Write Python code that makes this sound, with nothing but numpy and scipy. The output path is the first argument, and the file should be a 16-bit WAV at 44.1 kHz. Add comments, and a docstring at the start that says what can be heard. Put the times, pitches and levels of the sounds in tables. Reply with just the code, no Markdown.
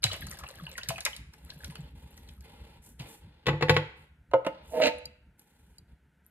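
"""Over a low rumble, tomatoes slide from a tin into a pot of broth: bubble and film noise, squelches, plops of
gliding cavity tones and soft bass thuds. Then a hand shifts on the tin (stuttering friction noise), a wooden
spoon rattles against its bowl (decaying modes, clack, cooktop thump), and knocks and scrapes in the hollow tin
(struck modes, stick-slip exciting resonances), with light rim taps, high wet ticks in the broth and a brief
stir of the broth at the end. A small, fairly live kitchen answers into two close microphone ports."""
import sys
import numpy as np
from scipy import signal
from scipy.fft import rfft, irfft
from scipy.io import wavfile
from scipy.ndimage import uniform_filter1d

SR = 44100
rng = np.random.default_rng(int(sys.argv[2]) if len(sys.argv) > 2 else 0)


def output_pcm(signal):
    """Save a mono or channel-first signal as 16-bit PCM at the path in sys.argv[1].

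    Samples are clipped to [-1, 1] before scaling.
    """
    pcm = np.clip(np.atleast_2d(signal).T, -1, 1) * 32767
    wavfile.write(sys.argv[1], SR, np.round(pcm).astype(np.int16))


N = 278094
TIME = np.arange(N) / SR  # s

# Levels are relative: each source sets its own balance.
# low rumble of pot and stove over time: t/s, level/dB
RUMBLE_LEVEL = [(0.0, -58), (0.21, -43.5), (0.45, -54), (1.3, -56.5), (1.75, -52), (2.8, -56), (4.1, -63),
                (5.151, -58.5), (5.55, -73.5), (5.7, -56.5), (6.31, -77)]
# rumble spectrum: f/Hz, level/dB
RUMBLE_SPECTRUM = [(20, -23), (40, -4.5), (55, 1), (68, 8), (90, -8), (125, -6.5), (165, -7), (230, -15.5),
                   (330, -24), (500, -35.5), (900, -77)]
# room air spectrum: f/Hz, level/dB
AIR_SPECTRUM = [(88, -33), (150, 5), (249, -8.5), (291, -8), (649, -19), (702, -14.5), (805, -22),
                (871, -13.5), (1170, -27), (1290, -18), (1450, -11.5), (4950, -37), (16000, -36)]
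AIR_DB = -71.5
RUMBLE_WAVER_DB, RUMBLE_WAVER_HZ = 4, 6

# pulp running into the pot, first the gush, then dribbles, lastly a brief stir of the broth: start t/s, length
# t/s, bubble level/dB, crackle level/dB
FLOWS = [(0.013, 1.13, -52.5, -55.5), (1.438, 0.37, -63, -63.5), (2.094, 0.47, -76, -70.5),
         (6.225, 0.086, -89, -72)]
# drops in the broth, spectrum: f/Hz, level/dB
BUBBLE_SPECTRUM = [(200, -21.5), (450, -2.5), (700, -3), (1100, -6.5), (1800, -9.5), (3000, -16.5),
                   (4200, 5), (5500, -10.5), (8000, -22), (16000, -49)]
# sloshing broth, spectrum: f/Hz, level/dB
SLOSH_SPECTRUM = [(150, -10), (300, -3.5), (450, 3), (650, -1), (1000, -7.5), (1800, -6.5), (4200, -4),
                  (5500, -14.5), (8000, -24.5)]
# bursting films, spectrum: f/Hz, level/dB
CRACKLE_SPECTRUM = [(1000, -11), (4000, -10.5), (5500, -5), (7200, -7.5), (10000, -5), (13500, -3.5),
                    (16000, -16.5)]
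FLOW_ATTACK_S, FLOW_SAG_DB_PER_S, FLOW_RELEASE_S = 0.026, -9.5, 0.3
LUMP_DB, LUMP_HZ = 3, 21.83  # the pulp comes in lumps

# chunks slapping into the pot: t/s, squelch level/dB, squelch centre f/Hz, tick level/dB, t60/s
SPLATS = [(0.029, -26, 3600, -48, 0.062), (0.039, -19.5, 3150, -23.5, 0.024),
          (0.0612, -30.5, 2330, -43, .03), (0.114, -31, 3200, -57, 0.047),
          (0.1296, -35, 2150, -39.5, 0.076), (0.2665, -46, 1220, -42.5, 0.028),
          (0.3117, -44.5, 1590, -39.5, .025), (0.387, -46.5, 1220, -43.5, 0.11),
          (0.436, -36.5, 1110, -55, 0.027), (0.487, -47.5, 1180, -47, 0.046),
          (0.7146, -45, 3700, -51.5, 0.022), (0.7784, -33.5, 1470, -39, 0.033),
          (0.832, -34, 4030, -55.5, .015), (0.8861, -29, 2700, -28, 0.096), (0.98, -34.5, 2050, -48, 0.029),
          (1.005, -37, 4250, -39, 0.027), (1.051, -25, 3950, -24.5, .03), (1.061, -25, 1950, -41, 0.042),
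          (1.164, -42, 3130, -43, .025), (1.3361, -51, 1480, -55, 0.035), (1.501, -40.5, 4100, -57, 0.021),
          (1.644, -38.5, 3930, -42.5, 0.018), (1.699, -46.5, 2090, -62, 0.045),
          (1.7544, -39.5, 2190, -51.5, 0.015), (2.176, -57, 1640, -53.5, 0.027),
          (2.287, -48, 3440, -58, 0.022), (2.4072, -63, 1640, -57, 0.022), (2.993, -40.5, 2780, -52, 0.11)]
# dull push of pulp, spectrum: f/Hz, level/dB
PULP_SPECTRUM = [(120, -22), (300, -9.5), (480, 0.5), (680, 3), (1000, -19.5), (3000, -24)]
# crisp contact tick, spectrum: f/Hz, level/dB
TICK_SPECTRUM = [(1000, -34.5), (4000, -3.5), (5500, 0.5), (7000, 0.5), (10000, -4.5), (13000, -6.5),
                 (16000, -13.5)]
SPLAT_RISE_S = 0.0032

# air pockets closing behind the chunks: t/s, level/dB, settled f/Hz
PLOPS = [(.041, -5, 3866), (.044, -34, 708), (.061, -30.5, 2150), (.114, -25.5, 2910), (0.223, -34.5, 1616),
         (0.435, -39, 1142), (0.754, -36.5, 1830), (.78, -31.5, 1397), (.904, -28, 664),
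         (0.959, -31.5, 2420), (0.981, -39, 686), (1.06, -22.5, 1983), (1.071, -34, 853),
         (1.131, -31, 2960), (1.502, -30.5, 4020), (1.635, -40, 1430)]
POCKET_HZ, POCKET_CYCLES = 1680, 59  # a pocket starts above POCKET_HZ and falls 60 dB in so many cycles

# lumps landing on the bottom of the pot: t/s, level/dB, mid-glide f/Hz, t60/s
THUDS = [(.046, -28, 118.3, 0.29), (0.623, -38, 160, 0.15), (0.891, -28.5, 127, 0.066),
         (1.562, -39.5, 149, 0.065), (1.686, -36, 155, 0.11), (1.79, -34, 143, 0.1),
         (2.999, -34, 129, 0.11)]

# hand and spoon sliding on the tin, one row a stroke:
# start t/s, length t/s, body level/dB, hiss level/dB
SLIDES = [(1.306, .3, -63.5, -66), (1.594, 0.073, -61.5, -59), (1.703, 0.18, -57.5, -69.5),
          (1.942, 0.38, -60, -63.5), (2.419, 0.34, -55.5, -65), (2.813, 0.074, -63, -52.5),
          (2.977, 0.082, -50, -58), (3.063, 0.078, -55.5, -50.5), (3.196, 0.28, -64, -85),
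          (3.947, 0.086, -62.5, -68.5), (4.493, 0.48, -57.5, -86), (5.373, 0.039, -67, -62),
          (5.45, 0.33, -70.5, -69), (5.867, 0.045, -71.5, -79.5)]
# dull body of the friction, spectrum: f/Hz, level/dB
SLIDE_BODY = [(120, -16.5), (200, -4.5), (320, -9), (490, -2), (680, -13), (850, -5.5), (1150, -19),
              (1700, -15.5), (2780, -14.5), (4100, -15.5), (5600, -29), (8000, -52.5)]
# fine hiss of the friction, spectrum: f/Hz, level/dB
SLIDE_HISS = [(3000, -37), (5500, -5.5), (7500, 0), (10000, -1), (13500, -0.5), (16000, -4.5)]
SLIDE_ATTACK_S, SLIDE_SAG_DB_PER_S, SLIDE_RELEASE_S = 0.028, -8.5, 0.22
STUTTER_DB, STUTTER_HZ = 2.5, 38  # skin sticks and slips on the tin

# spoon against bowl: t/s, force level/dB, brightness/(dB per octave), cooktop thump level/dB
BOWL_KNOCKS = [(3.4583, -28, 0, -10), (3.4667, -8.5, 1, -3), (3.483, -6.5, -2, 0.5), (3.488, -6, -2.5, -2),
               (3.504, -23.5, -3, 10), (3.531, -19, -4.5, 6), (3.61, -15.5, -1.5, -6),
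               (3.6238, -4.5, -1, -5), (3.684, -14, -1.5, -7.5), (3.6948, 1.5, 0.5, -3),
               (3.706, -16.5, -9, -15), (3.742, -25.5, 3, 9.5), (3.7649, -4, -0.5, -2)]
# modes of the china bowl: f/Hz, level/dB, t60/s
BOWL_MODES = [(327.5, -33.5, 0.31), (457, -16, 0.064), (507, -25, 0.22), (529, -29.5, 0.18),
              (869, -28.5, 0.27), (952, -26, 0.071), (1104, -29, 0.12), (1464, -31.5, 0.13),
              (1970, -20, 0.079), (1810, -29, .06), (2170, -30, 0.026), (2485, -38, 0.18),
              (2590, -28.5, 0.12), (4060, -35, .12), (7110, -33.5, 0.07), (10900, -46.5, 0.1),
              (11400, -47.5, 0.078), (12600, -49, .08)]
# wood on china, clack spectrum: f/Hz, level/dB
BOWL_CLACK = [(100, -9), (420, 0.5), (700, -3.5), (1300, -4.5), (2000, -4), (2900, -4.5), (4200, -10),
              (5500, -21), (9000, -35.5), (13000, -35.5), (16000, -54)]
# modes of the glass cooktop: f/Hz, level/dB, t60/s
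COOKTOP_MODES = [(65.7, -33.5, 0.45), (104.5, -20.5, 0.25), (150.3, -18.5, 0.24), (230, -37, 0.35)]

# spoon against tin: t/s, force level/dB, brightness/(dB per octave), held-tin thump level/dB
TIN_KNOCKS = [(4.313, -36.5, 4.5, -9), (4.3352, -3, -2, -22), (4.354, -20.5, -3.5, -20),
              (4.448, -24.5, 3, -13.5), (4.4648, -13, 3, 7.5), (4.8, -15.5, -4, -17.5),
              (4.867, -22.5, 8, -10)]
# modes of the air in the tin and its wall: f/Hz, level/dB, t60/s
TIN_MODES = [(127, -40, 0.23), (313.4, -33.5, 0.13), (486, -20.5, .2), (532, -11.5, 0.17),
             (559.7, -5.5, .04), (629, -17, 0.088), (890.4, -18.5, 0.13), (1000, -17.5, 0.051),
             (1275, -18.5, 0.071), (1450, -21, 0.052), (2079, -30.5, 0.075), (2210, -33.5, 0.048),
             (2840, -29, 0.072)]
# wood on tin, clack spectrum: f/Hz, level/dB
TIN_CLACK = [(150, -27.5), (400, -4), (600, 6), (1000, -9.5), (1600, -12.5), (2900, -19), (4200, -25),
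             (5500, -37.5), (11000, -46), (16000, -60)]
# dull body of the held tin, spectrum: f/Hz, level/dB
TIN_BODY = [(80, -29), (150, -2.5), (200, -4.5), (300, 6.5), (400, -7.5), (700, -2.5), (1100, -21),
            (2000, -11.5), (5000, -39.5)]

# rasp of wood on the tin wall, spectrum: f/Hz, level/dB
RASP_SPECTRUM = [(90, -26), (150, -6.5), (400, -12.5), (900, -6), (1150, -9), (1700, -3.5), (2050, -1.5),
                 (2750, 5), (3300, -10.5), (4000, 0), (5300, -17), (7000, -17.5), (11000, -38),
                 (16000, -50.5)]
# the spoon first wipes through the wet film
WIPE_START_S, WIPE_ATTACK_S, WIPE_DB_PER_S, WIPE_DB = 4.596, 0.15, 49, -64.5
# it then glides in with growing pressure, bites into the wall and lets go
DRAG_START_S, BITE_START_S, DRAG_END_S = 4.697, 4.812, 4.876
DRAG_ATTACK_S, PRESS_DB_PER_S, DRAG_RELEASE_S = 0.062, 157, 0.09
BITE_ATTACK_S, BITE_RELEASE_S = 0.0056, 0.054
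HOLLOW_HZ, HOLLOW_SAG_HZ_PER_S = 653.6, 276  # the air in the tin sinks in pitch as the spoon goes in
HOLLOW_DB, GLIDE_RASP_DB, BITE_RASP_DB = -38.5, -66.5, -28.5  # as each sets in
AFTER_RING_DB, AFTER_RING_S = -34.5, 0.41  # the bottom of the tin rings on with this t60

# light high tinks: taps of the spoon on the rim of the tin and wet ticks in the broth: t/s, level/dB, f/Hz
TINKS = [(4.9833, -51, 10800), (5.055, -33.5, 4699), (5.394, -48.5, 11340), (5.783, -43.5, 4677)]
TINK_T60_S, TINK_TICK_DB = 0.031, -15

# reverberation of the kitchen: f/Hz, t60/s
KITCHEN_T60 = [(100, 0.27), (400, 0.38), (900, 0.58), (2500, 0.6), (6000, 0.46), (10000, 0.49),
               (14000, 0.22)]
# reflections alike in both ports: f/Hz, level/dB
ROOM_SHARED = [(25, -13), (100, 6.5), (500, 1), (1200, -1), (2600, -1.5), (6000, -6.5), (14000, 1)]
# reflections that differ between the ports: f/Hz, level/dB
ROOM_APART = [(60, -34), (150, -24), (300, -13), (550, -5), (1200, -1), (2600, 1), (6000, -4), (14000, -6)]
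# microphone response: f/Hz, level/dB
MICROPHONE = [(20, -11.5), (40, -4), (60, -1), (10000, 2), (13000, -1.5), (14500, -3), (16000, -13)]
EDGE_HZ = 15800  # upper band limit


def amp(db):
    """Logarithmic level: decibels to gain."""
    return 10 ** (np.asarray(db) / 20)


def unit(x):
    """Normalisation: scales to an rms of one."""
    return x / np.sqrt(np.mean(x ** 2) + 1e-20)


def read(points, hz):
    """Interpolation of a spectrum along log frequency."""
    f, value = np.transpose(points)
    return np.interp(np.log(hz + 1), np.log(f + 1), value)


def swell(s, db):
    """Amplitude modulation: gain from a level curve, -120 dB outside it."""
    return amp(np.interp(TIME, s, db, left=-120, right=-120))


def add(mix, s, sound):
    """Superposition: mixes a sound in at time s."""
    part = mix[max(round(s * SR), 0):][:len(sound)]
    part += sound[:len(part)]


def colour(x, points):
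    """Minimum-phase filtering: a causal filter with the given spectrum."""
    hz = abs(np.fft.fftfreq(4096, 1 / SR))
    log_gain = np.log(amp(read(points, hz)))
    # the Hilbert transform of the log gain supplies the phase
    taps = np.fft.ifft(np.exp(np.conj(signal.hilbert(log_gain)))).real
    return signal.fftconvolve(x, taps[:len(taps) // 2])[:len(x)]


def fade(t, t60):
    """Exponential damping: 60 dB in t60."""
    return np.exp(-np.log(1000) * t / np.maximum(t60, 1e-3))


def stroke(start, length, attack, slope_db, release):
    """Envelope: smooth attack, hold sloping by slope_db a second, exponential release of the given t60."""
    t = np.maximum(TIME - start, 0)
    onset = np.sin(np.pi / 2 * np.minimum(t / attack, 1)) ** 2
    return onset * amp(slope_db * np.minimum(t, length)) * fade(np.maximum(t - length, 0), release)


def wobble(hz):
    """Sum of sines at random phases: irregular motion of rms one around the given rate."""
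    rates = hz * np.geomspace(.5, 2, num=12)
    return unit(sum(np.sin(2 * np.pi * (f * TIME + rng.random())) for f in rates))


def noise(points):
    """Spectral shaping: steady noise of rms one with the given spectrum."""
    white = rfft(rng.standard_normal(N))
    return unit(irfft(white * amp(read(points, np.fft.rfftfreq(N, 1 / SR))), N))


def grains(per_s, spread_db):
    """Random point process: clicks of uneven size and sign."""
    size = amp(spread_db * np.minimum(rng.exponential(1, N), 3.5))
    return size * rng.choice([-1, 1], N) * (rng.random(N) < per_s / SR)


def clumping(length, window):
    """Moving average of noise: slow random motion of rms one, window in samples."""
    return unit(uniform_filter1d(rng.standard_normal(length), size=window))


def bubbles(low_hz, high_hz, per_s, cycles, glide):
    """Damped bubble resonance: ringing drops of 18 sizes, each size bending up or down to its pitch."""
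    t, out = TIME[:SR // 12], np.zeros(N)
    for hz in np.geomspace(low_hz, high_hz, num=18):
        pitch = hz * (1 + glide * rng.uniform(-0.55, 1) * np.exp(-t / 0.0036))
        envelope = fade(t, cycles / hz) * (1 - np.exp(-t * hz / 2))
        drip = np.sin(2 * np.pi * np.cumsum(pitch) / SR) * envelope
        out += signal.oaconvolve(grains(per_s, spread_db=6.5), drip * hz)[:N]
    return unit(out)


def spray(points, t60, rise, clump=0.98):
    """Clumped noise burst: tiny ruptures with the given spectrum, scaled by the rms of the first 10 ms."""
    t = TIME[:SR // 5]
    clumps = np.exp(clump * np.tanh(clumping(len(t), 40)))
    envelope = fade(t, t60) * (1 - np.exp(-t / rise))
    burst = colour(rng.standard_normal(len(t)) * clumps * envelope, points)
    return burst / np.sqrt(np.mean(burst[:SR // 100] ** 2))


def ring(modes, tilt, rise, scatter=0.0067):
    """Modal synthesis: damped modes of a struck body in close pairs; tilt in dB per octave brightens them."""
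    t, tones = TIME[:SR // 2], 0
    for k, (hz, db, t60) in enumerate(modes):
        # each blow detunes the pair slightly at random, so its ring beats and varies a little
        own, twin = hz * (1 + scatter * rng.standard_normal(2) * [.5, 2])
        pair = np.sin(2 * np.pi * own * t) + .5 * np.sin(2 * np.pi * twin * t)
        gain = (-1) ** k * amp(db - 1.5 + tilt * np.log2(hz / 800))
        tones = tones + gain * fade(t, t60) * pair
    return tones * (1 - np.exp(-t / rise))


def clack(points, tilt, t60):
    """High modal density: quickly damped noise stands for the crowded modes at a contact."""
    t = TIME[:SR // 2]
    burst = rng.standard_normal(len(t)) * fade(t, t60) * (1 - np.exp(-t / 0.00013))
    tilted = [(hz, db + tilt * np.log2(hz / 800)) for hz, db in points]
    return colour(burst / np.linalg.norm(burst), tilted)


def resonate(x, hz, width):
    """Resonance: a one-pole filter of bandwidth width/Hz, turned to follow the pitch curve hz."""
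    turn = np.exp(2j * np.pi * np.cumsum(hz * np.ones(N)) / SR)
    r = np.exp(-np.pi * width / SR)
    return 2 * (turn * signal.lfilter([1 - r], [1, -r], x / turn)).real


def background():
    """Coherence: wavering rumble is alike in both ports, still air has a small part that differs."""
    waver = amp(RUMBLE_WAVER_DB * wobble(RUMBLE_WAVER_HZ))
    rumble = amp(2.0) * noise(RUMBLE_SPECTRUM) * swell(*np.transpose(RUMBLE_LEVEL)) * waver
    apart = np.array([noise(AIR_SPECTRUM), noise(AIR_SPECTRUM)])
    return rumble + amp(AIR_DB) * (noise(AIR_SPECTRUM) + 0.2 * apart)


def patter():
    """Bubble resonance and film rupture: running pulp gives a grainy slosh, drops, small plops and crackle."""
    drops = unit(colour(bubbles(450, 4700, per_s=18, cycles=36, glide=.25), BUBBLE_SPECTRUM))
    slosh = amp(-3) * unit(colour(grains(per_s=700, spread_db=5), SLOSH_SPECTRUM))
    gurgle = amp(1) * bubbles(700, 3300, per_s=7, cycles=40, glide=.4)
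    broth = amp(-1.5) * drops + slosh + gurgle
    fizz = bubbles(6800, 14000, per_s=10, cycles=35, glide=0.17)
    fizz = fizz + amp(-2.5) * unit(grains(per_s=130, spread_db=4))
    crackle, out = unit(colour(fizz, CRACKLE_SPECTRUM)), np.zeros(N)
    for s, length, bubble_db, crackle_db in FLOWS:
        flow = stroke(s, length, FLOW_ATTACK_S, FLOW_SAG_DB_PER_S, FLOW_RELEASE_S)
        out += flow * (amp(bubble_db) * broth + amp(crackle_db) * crackle)
    return out * unit(amp(LUMP_DB * wobble(LUMP_HZ)))


def splats(width_db=9, damp_db=20):
    """Impact and rupture: a squelch round its own pitch, a dull push of pulp, a crisp tick of breaking film."""
    out, f = np.zeros(N), np.geomspace(100, 16000, num=30)
    for s, squelch_db, hz, tick_db, t60 in SPLATS:
        # slopes in dB per octave, with extra damping above 4800 Hz
        shape = -width_db * abs(np.log2(f / hz)) - damp_db * np.maximum(np.log2(f / 4800), 0)
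        squelch = spray(np.transpose([f, shape]), t60, SPLAT_RISE_S)
        push = amp(-19) * spray(PULP_SPECTRUM, 2 * t60, rise=0.012)
        tick = spray(TICK_SPECTRUM, 0.51 * t60, 0.33 * SPLAT_RISE_S)
        add(out, s, amp(squelch_db - 7.5) * (squelch + push) + amp(tick_db - 4.0) * tick)
    return out


def plops(glide=0.0016, rise=0.00066):
    """Cavity resonance: an air pocket drops fast to its pitch; low ones drop further and ring longer."""
    out, t = np.zeros(N), TIME[:SR // 4]
    for s, db, settled_hz in PLOPS:
        drop_hz = np.hypot(settled_hz, POCKET_HZ) - settled_hz
        hz = settled_hz + drop_hz * np.exp(-t / glide)
        shape = fade(t, POCKET_CYCLES / settled_hz) * (1 - np.exp(-t / rise))
        add(out, s, amp(db) * shape * np.sin(2 * np.pi * np.cumsum(hz) / SR))
    return out


def thuds(sag=0.43):
    """Damped low-frequency oscillation: soft pushes whose pitch sags as the lump settles."""
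    out, t = np.zeros(N), TIME[:SR // 2]
    for s, db, hz, t60 in THUDS:
        pitch = hz * (1 + sag * (np.exp(-t / 0.02) - .5))
        envelope = fade(t, t60) * (1 - np.exp(-t / 0.0012))
        add(out, s, amp(db) * envelope * np.sin(2 * np.pi * np.cumsum(pitch) / SR))
    return out


def slides():
    """Friction noise: a dull body and grainy hiss stutter; each stroke eases off as it goes."""
    body = noise(SLIDE_BODY)
    hiss = unit(colour(grains(per_s=11000, spread_db=7.0), SLIDE_HISS))
    out = np.zeros(N)
    for s, length, body_db, hiss_db in SLIDES:
        rub = stroke(s, length, SLIDE_ATTACK_S, SLIDE_SAG_DB_PER_S, SLIDE_RELEASE_S)
        out += rub * (amp(body_db - 4) * body + amp(hiss_db - 6.5) * hiss)
    return out * unit(amp(STUTTER_DB * wobble(STUTTER_HZ)))


def bowl():
    """Impulsive modal excitation: the spoon gives a woody clack and the short ring of the china."""
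    out = np.zeros(N)
    for s, db, tilt, _ in BOWL_KNOCKS:
        china = amp(-2.0) * ring(BOWL_MODES, tilt, rise=0.00065, scatter=0.012)
        wood = amp(18.5) * clack(BOWL_CLACK, tilt, t60=0.049)
        add(out, s, amp(db) * (china + wood))
    return out


def cooktop():
    """Structure-borne sound: each knock on the bowl thumps the glass under it."""
    out = np.zeros(N)
    for s, db, _, thump_db in BOWL_KNOCKS:
        add(out, s, amp(db + thump_db - 1) * ring(COOKTOP_MODES, 0, rise=.005))
    return out


def tin_knocks():
    """Impulsive modal excitation: struck, the hollow tin rings, clacks woodily and thumps dully."""
    out = np.zeros(N)
    for s, db, tilt, thump_db in TIN_KNOCKS:
        wood = amp(23.0) * clack(TIN_CLACK, tilt, t60=.035)
        thump = amp(thump_db + 19) * clack(TIN_BODY, 0, t60=.06)
        add(out, s, amp(db) * (ring(TIN_MODES, tilt, rise=0.0029) + wood + thump))
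    return out


def hollow_air(slips, throb=.3, waver=0.0182):
    """Air-column resonance: an unsteady tone and slip-driven ringing sink as the spoon goes in."""
    pitch = HOLLOW_HZ - HOLLOW_SAG_HZ_PER_S * (np.clip(TIME, DRAG_START_S, DRAG_END_S) - DRAG_START_S)
    pressure = clumping(N, 400)  # the uneven push of the hand
    sine = np.sin(2 * np.pi * np.cumsum(pitch * (1 + waver * pressure)) / SR)
    # rolled by a second, the pressure moves the level apart from the pitch
    tone = unit(sine * np.exp(throb * np.roll(pressure, SR)))
    ringing = resonate(resonate(slips, .95 * pitch, width=97), .95 * pitch, width=160)
    return amp(-3.5) * tone + amp(-5.5) * unit(ringing)


def scrape(wall_hz=888, bottom_hz=495):
    """Stick-slip friction: slips rasp on the wall and excite the resonances of the tin."""
    drag_length, bite_length = DRAG_END_S - DRAG_START_S, DRAG_END_S - BITE_START_S
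    press = stroke(DRAG_START_S, drag_length, DRAG_ATTACK_S, 0, DRAG_RELEASE_S)
    press = press * amp(PRESS_DB_PER_S * (np.minimum(TIME, BITE_START_S) - DRAG_START_S))
    wipe = stroke(WIPE_START_S, DRAG_END_S - WIPE_START_S, WIPE_ATTACK_S, WIPE_DB_PER_S, DRAG_RELEASE_S)
    bite = stroke(BITE_START_S, bite_length, BITE_ATTACK_S, 0, BITE_RELEASE_S)
    after = stroke(BITE_START_S, bite_length, BITE_ATTACK_S, 0, AFTER_RING_S)

    slips = grains(per_s=1500, spread_db=2)
    wall = unit(resonate(resonate(slips, wall_hz, width=5.3), wall_hz, width=54))
    bottom = unit(resonate(resonate(slips, bottom_hz, width=25), bottom_hz, width=100))
    dull = unit(colour(slips, TIN_BODY))
    body = hollow_air(slips) + amp(-19.5) * wall + amp(-9.5) * bottom + amp(-15.5) * dull
    grit = slips * np.exp(.5 * np.tanh(clumping(N, 180)))  # the wood sticks and slips in bursts
    rasp = unit(colour(grit, RASP_SPECTRUM))
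    hiss = unit(colour(slips, SLIDE_HISS))

    glide = press * (amp(HOLLOW_DB) * body + amp(GLIDE_RASP_DB) * rasp)
    film = amp(WIPE_DB) * wipe * hiss
    after_ring = np.sin(2 * np.pi * bottom_hz * TIME) + amp(-7.5) * wall + amp(-18) * rasp
    return glide + film + amp(BITE_RASP_DB) * bite * rasp + amp(AFTER_RING_DB) * after * after_ring


def tinks():
    """Modal ringing: a short, bright tink and the tick of the contact, from the tin's rim or a wet drop."""
    out = np.zeros(N)
    for s, db, hz in TINKS:
        tink = ring([(hz, 0, TINK_T60_S), (.85 * hz, -8, TINK_T60_S)], 0, rise=0.00045)
        add(out, s, amp(db) * tink)
        add(out, s, amp(db + TINK_TICK_DB) * spray(TICK_SPECTRUM, .015, rise=0.00058))
    return out


def kitchen(x, early=4, early_t60=0.063, build=0.0005):
    """Reverberation: sparse reflections die band by band; the ports share the bass and differ in treble."""
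    count, spacing = 1600, 20  # one reflection at random in each spacing of samples
    taps = np.zeros((2, count * spacing))
    at = np.arange(count) * spacing + rng.integers(0, spacing, (2, count))
    np.put_along_axis(taps, at, rng.choice([-1., 1.], at.shape), 1)
    hz, t, z = signal.stft(taps, SR, nperseg=256)
    late_decay = fade(t, read(KITCHEN_T60, hz)[:, None])
    early_decay = early * fade(t, early_t60)  # the stove back and hood answer first
    z *= (late_decay + early_decay) * (1 - np.exp(-t / build))
    mid, side = signal.istft(z, SR)[1]
    shared, apart = colour(mid, ROOM_SHARED), colour(side, ROOM_APART)
    tail = np.array([shared + apart, shared - apart]) / np.linalg.norm(mid)
    return signal.fftconvolve(x[None], tail, axes=1)[:, :N]


def place(x, pan_db, wet_db):
    """Time and level differences: direct sound is 4 samples late at the left port; the kitchen answers."""
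    late = np.concatenate([np.zeros(4), x[:-4]])
    direct = np.array([late * amp(pan_db / 2), x * amp(-pan_db / 2)])
    return direct + amp(wet_db) * kitchen(x)


def scene():
    """Superposition in one kitchen; the stove's bass reaches both ports alike."""
    pot = place(patter() + splats() + plops(), pan_db=1.5, wet_db=-7.0)
    bass = thuds() + cooktop()
    stove = bass + amp(-10) * kitchen(bass).mean(axis=0)
    hand = place(slides(), pan_db=0.5, wet_db=-3)
    spoon = place(bowl(), pan_db=3.0, wet_db=-8.0)
    knocks = place(tin_knocks(), pan_db=-2.0, wet_db=-9.5)
    drag = place(scrape(), pan_db=-1.5, wet_db=-8.5)
    rim = place(tinks(), pan_db=0, wet_db=-18)
    return background() + pot + stove + hand + spoon + knocks + drag + rim


def record(dry):
    """Linear filtering: the microphone's soft ends and the recorder's band limit."""
    heard = np.array([colour(side, MICROPHONE) for side in dry])
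    band_limit = signal.firwin(255, EDGE_HZ, window=("kaiser", 9), fs=SR)
    return signal.oaconvolve(heard, band_limit[None], "same")


dry = scene()
out = record(dry)
output_pcm(out)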